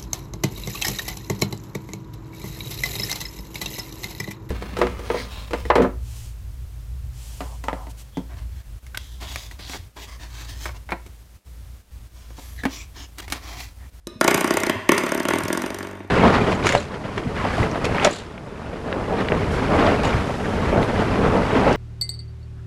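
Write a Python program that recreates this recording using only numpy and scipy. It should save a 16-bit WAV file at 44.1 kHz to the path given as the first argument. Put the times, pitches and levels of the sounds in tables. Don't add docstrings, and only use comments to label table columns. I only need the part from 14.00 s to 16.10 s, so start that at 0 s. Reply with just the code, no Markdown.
import sys
import numpy as np
from scipy import signal
from scipy.io import wavfile

SR = 44100
rng = np.random.default_rng(int(sys.argv[2]) if len(sys.argv) > 2 else 0)


def wav_out(sig):
    wavfile.write(sys.argv[1], SR, np.round(np.clip(np.atleast_2d(sig).T, -1, 1) * 32767).astype(np.int16))


def undo_db(level):
    steps = np.asarray(level, float) / 20
    return 10 ** steps


N = 92610


def sieve(x, order, hz, kind):
    return signal.sosfilt(signal.butter(order, hz, kind, fs=SR, output="sos"), x)


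def at_hz(points, hz, axis=1):
    p = np.array(points)
    return np.interp(np.log(hz), np.log(p[:, 0]), p[:, axis])


def train(s, gain):
    out = np.full(N, 1e-18)
    i = (np.asarray(s) * SR).astype(int)
    np.add.at(out, i[i < N], np.asarray(gain)[i < N])
    return out


def ring(clicks, hz, t60):
    r = undo_db(-60 / (t60 * SR))
    w = 2 * np.pi * hz / SR
    return signal.lfilter([0, np.sin(w)], [1, -2 * r * np.cos(w), r * r], clicks)


def lag(x, rise_s, fall_s):
    t = np.arange(6000) / SR
    hump = (1 - np.exp(-t / rise_s)) ** 2 * np.exp(-t / fall_s)
    return signal.fftconvolve(x, hump / hump.max())[:N]


def bands(size):
    edges = 25 * 2 ** np.arange(0, 9.4, .4)
    white = rng.standard_normal((2, size + 9000))
    for k, (low, high) in enumerate(zip(edges, edges[1:])):
        yield np.sqrt(low * high), sieve(white[k % 2], 2, [low, high], "band")[9000:]


# f/Hz, level/dB
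ROOM_TONE = [(25, 0), (55, 18), (100, -5.5), (200, -19), (400, -19), (1000, -26), (3000, -32),
             (14000, -37.5)]
ROOM_TONE_DB = -46.5


def rumble():
    tone = sum(undo_db(at_hz(ROOM_TONE, hz)) * noise for hz, noise in bands(size=N))
    return undo_db(ROOM_TONE_DB) * tone / np.sqrt(np.mean(tone ** 2) + 1e-20)


# t/s, knock level/dB, tick level/dB
BLOWS = [(.0705, -21.5, -29.5), (0.2035, -46, -45), (0.279, -3, -12), (.3437, -38, -17.5),
         (1.0355, -12.5, -41), (1.638, -15, -52), (.6955, -5, -28.5), (0.891, -2.5, -18.5),
         (0.9801, -45, -17.5), (.9184, -10.5, -17), (1.0649, -19, -30.5), (1.358, -16, -41),
         (1.549, -15, -43), (1.722, -22, -53), (.5683, -12, -54), (1.2855, -8, -20), (1.3075, -9.5, -52),
         (1.5014, -12, -58), (1.660, -42, -53), (2.0035, -21, -58), (2.0455, -24.5, -58)]


def hard_contacts():
    return np.c_[BLOWS, np.zeros(len(BLOWS))]


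def loose_coils():
    per_s = 1800
    struck = rng.random(N) < per_s / SR
    return struck * rng.standard_normal(N) * np.sqrt(SR / per_s)


# f/Hz, bandwidth/Hz, level/dB
COIL_BANDS = [(4320, 3300, -7), (5100, 3500, -1.5), (6200, 1900, -3), (8680, 830, -3), (11330, 7200, -13.5),
              (12540, 1540, -8)]


def coil_ticks(s, tick_db, smear):
    tick_gain_db, spread_db, slow_lead_s = 5.5, 3, .0035
    noise = rng.standard_normal((2, N))
    rattle = loose_coils() * lag(train(s, undo_db(tick_db - 26.5)), rise_s=0.0025, fall_s=0.04)
    tick = 0
    for k, (hz, width_hz, db) in enumerate(COIL_BANDS):
        gain = undo_db(tick_db + spread_db * rng.standard_normal(len(s)))
        crisp = lag(train(s, gain * (1 - smear)), rise_s=0.00037, fall_s=0.0015)
        slow = lag(train(s - slow_lead_s, gain * smear), rise_s=.0025, fall_s=.0018)
        burst = noise[k % 2] * (crisp + slow) + np.roll(rattle, 37 * k)
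        edges_hz = [hz - width_hz / 2, hz + width_hz / 2]
        tick = tick + undo_db(db + tick_gain_db) * sieve(burst, 1, edges_hz, "band")
    return sieve(tick, 2, 3000, "high")


# f/Hz, level/dB, t60/s
BOARD = [(188, -9, 0.067), (289.5, -6, 0.019), (375, 2.5, 0.043), (628, -4.5, 0.031), (653, -11, 0.059),
         (931, -7.5, 0.027), (1109, -3.5, 0.014), (1454, -5, 0.014), (1780, -3, 0.0086), (2147, -3, 0.0067),
         (2650, -6.5, 0.0046), (3010, -11.5, 0.0064)]


def board_knock(s, knock_db):
    level_db, delay_s, spread_db = -5, 0.00101, 2
    low_late_s, scatter_s = .001, .0012
    dull_db_per_oct = 0.1554
    board = 0
    for hz, db, t60 in BOARD:
        softness = np.log2(hz / 130) * dull_db_per_oct * (knock_db + 14.5)
        colour = softness + spread_db * rng.standard_normal(len(s))
        late_s = scatter_s * (hz > 500) * rng.random(len(s)) + low_late_s * (hz < 500)
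        hits = train(s + delay_s + late_s, undo_db(knock_db + db + level_db + colour))
        board = board + ring(hits, hz, t60)
    return sieve(board, 3, [181.5, 3700], "band")


def mount_buzz(s, knock_db):
    follows, level_db = 1.5, -14.5
    shape = lag(train(s, undo_db(follows * knock_db + level_db)), rise_s=0.002, fall_s=0.018)
    return sieve(loose_coils() * shape, 4, [1700, 3650], "band")


# f/Hz, level/dB, t60/s
WIRE = [(3580, -44, .1), (3690, -52, .25), (97.66, -37.5, 0.83), (202, -41.5, 0.94), (254, -35, 0.23),
        (290.6, -34.5, 0.22), (370.2, -34, 0.27), (612, -41.5, .25)]


def wire_ring(s, knock_db):
    follows, spread_db = 0.52, 2
    wire = 0
    for hz, db, t60 in WIRE:
        gain = undo_db(follows * knock_db + db + spread_db * rng.standard_normal(len(s)))
        wire = wire + ring(train(s, gain), hz, t60)
    return wire


# f/Hz, level/dB, t60/s
FREE_SPRING = [(349, -21.5, 0.086), (3950, -23, .012), (5200, -28, 0.015), (369.5, -37.5, 0.35),
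               (626.5, -48.5, 1), (1217, -44.5, 0.37), (2520, -52, 0.29), (3620, -55, .8),
               (3950, -56, 0.86), (4200, -63, .8), (5260, -54, 0.92), (5400, -58, 1)]


def first_ring():
    touch = train([BLOWS[0][0]], [1])
    free = np.arange(N) / SR < BLOWS[1][0] + .01
    return free * sum(undo_db(db) * ring(touch, hz, t60) for hz, db, t60 in FREE_SPRING)


def floor_echo(clap):
    delay_s, level_db = .0036, -8
    n = np.arange(N)
    return undo_db(level_db) * np.interp(n - delay_s * SR, n, clap, left=0)


# f/Hz, level per Hz/dB, t60/s
HALL = [(90, -27, 0.74), (200, 5, 0.45), (370, 0, 0.6), (930, 3, 1), (2130, 6, 0.82), (3380, 2, 0.85),
        (6900, -14, 1.44), (13900, -10.5, 0.86)]


def hallway(x):
    level_db, onset_s = -6, 0.0075
    t = np.arange(SR) / SR
    tail = 0
    for hz, noise in bands(size=SR):
        decay_db = -60 * t / at_hz(HALL, hz, axis=2)
        tail = tail + undo_db(at_hz(HALL, hz) + decay_db) * noise
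    onset = 1 - np.exp(-(t / onset_s) ** 2)
    tail = tail * onset * undo_db(level_db) / np.sqrt(.06 * SR)
    return signal.fftconvolve(x, tail)[:N]


# t/s, level/dB, f/Hz
PAW_FALLS = [
    (0.156, -10.5, 225),
    (0.347, -5, 166),
    (0.749, -18, 100),
    (1.426, -10.5, 159),
    (1.428, -17, 101.4),
    (1.262, -42, 102),
    (1.852, -33, 96),
]


def thumps():
    boom = 0
    for s, db, hz in PAW_FALLS:
        push = lag(train([s], [undo_db(db)]), rise_s=0.0048, fall_s=0.0025) / (0.0075 * SR)
        boom = boom + ring(push, hz, t60=0.3) + ring(push, hz * 1.09, t60=0.3)
    return sieve(boom, 4, 85, "high")


def claps(flick, back_tick_db, fade_db_per_s):
    swing = np.arange(2 * len(flick) - 1) / 2
    s, fore, back, place, tick = [np.interp(swing, np.arange(len(flick)), c) for c in np.transpose(flick)]
    back_s = s[:-1] + np.clip(place[:-1], .1, .9) * np.diff(s)
    back_tick = back[:-1] + back_tick_db - fade_db_per_s * (back_s - s[0])
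    back_smear = np.clip(.5 + (tick[:-1] - back_tick) / 5, 0, 1)
    forward_rows = np.c_[s[:-1], fore[:-1], tick[:-1], 1 - back_smear]
    back_rows = np.c_[back_s, back[:-1], back_tick, back_smear]
    return np.vstack([forward_rows, back_rows])


# t/s, forward clap level/dB, back clap level/dB,
# back clap place in swing/0-1, forward tick level/dB
FLICK_A = [
    (.2107, -5, -7, .52, -12.5),
    (.3437, -8, -9, .51, -20),
    (.477, -12, -6.5, 0.47, -24),
    (.604, -13, -8.5, .465, -25),
    (.7315, -10.5, -17, .44, -23),
]


def first_flick():
    return claps(FLICK_A, back_tick_db=-13.5, fade_db_per_s=-8)


# t/s, forward clap level/dB, back clap level/dB,
# back clap place in swing/0-1, forward tick level/dB
FLICK_B = [(.892, -47, -5, .45, -25.5), (1.008, -17.5, -14.5, .5, -36), (1.119, -7.5, -11, .52, -22),
           (1.233, -23, -10, .37, -30.5), (1.335, -7.5, -12, .46, -20), (1.4346, -20, -14.5, .4, -25.5),
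           (1.528, -10.5, -18.5, .46, -19.5), (1.6187, -15, -16, .47, -24.5),
           (1.703, -15.5, -35, .46, -30.5), (1.786, -18, -16.5, .48, -26.5),
           (1.870, -20.5, -22, .48, -36.5), (1.9524, -24, -24, .5, -49.5), (2.0345, -38, -49, .5, -56),
           (2.117, -46, -46, .5, -52)]


def second_flick():
    return claps(FLICK_B, back_tick_db=-12, fade_db_per_s=17.5)


def scene():
    rows = np.vstack([first_flick(), second_flick(), hard_contacts()])
    s, knock_db, tick_db, smear = rows.T
    clap = coil_ticks(s, tick_db, smear) + board_knock(s, knock_db) + mount_buzz(s, knock_db)
    wire = wire_ring(s, knock_db) + first_ring()
    spring = clap + floor_echo(clap) + wire
    return (spring + hallway(clap + wire) + thumps() + rumble())[None]


def low_pass(x):
    return signal.sosfilt(signal.butter(12, 15200, fs=SR, output="sos"), x)


def record(dry):
    bass_cut = sieve(dry, 2, 50, "high")
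    rounded = 1.085 * np.tanh(bass_cut / 1.425)
    top_cut = signal.cheby2(8, 25, 14300, fs=SR, output="sos")
    mix = signal.sosfilt(top_cut, rounded)
    return low_pass(mix)


dry = scene()
out = record(dry)
wav_out(out)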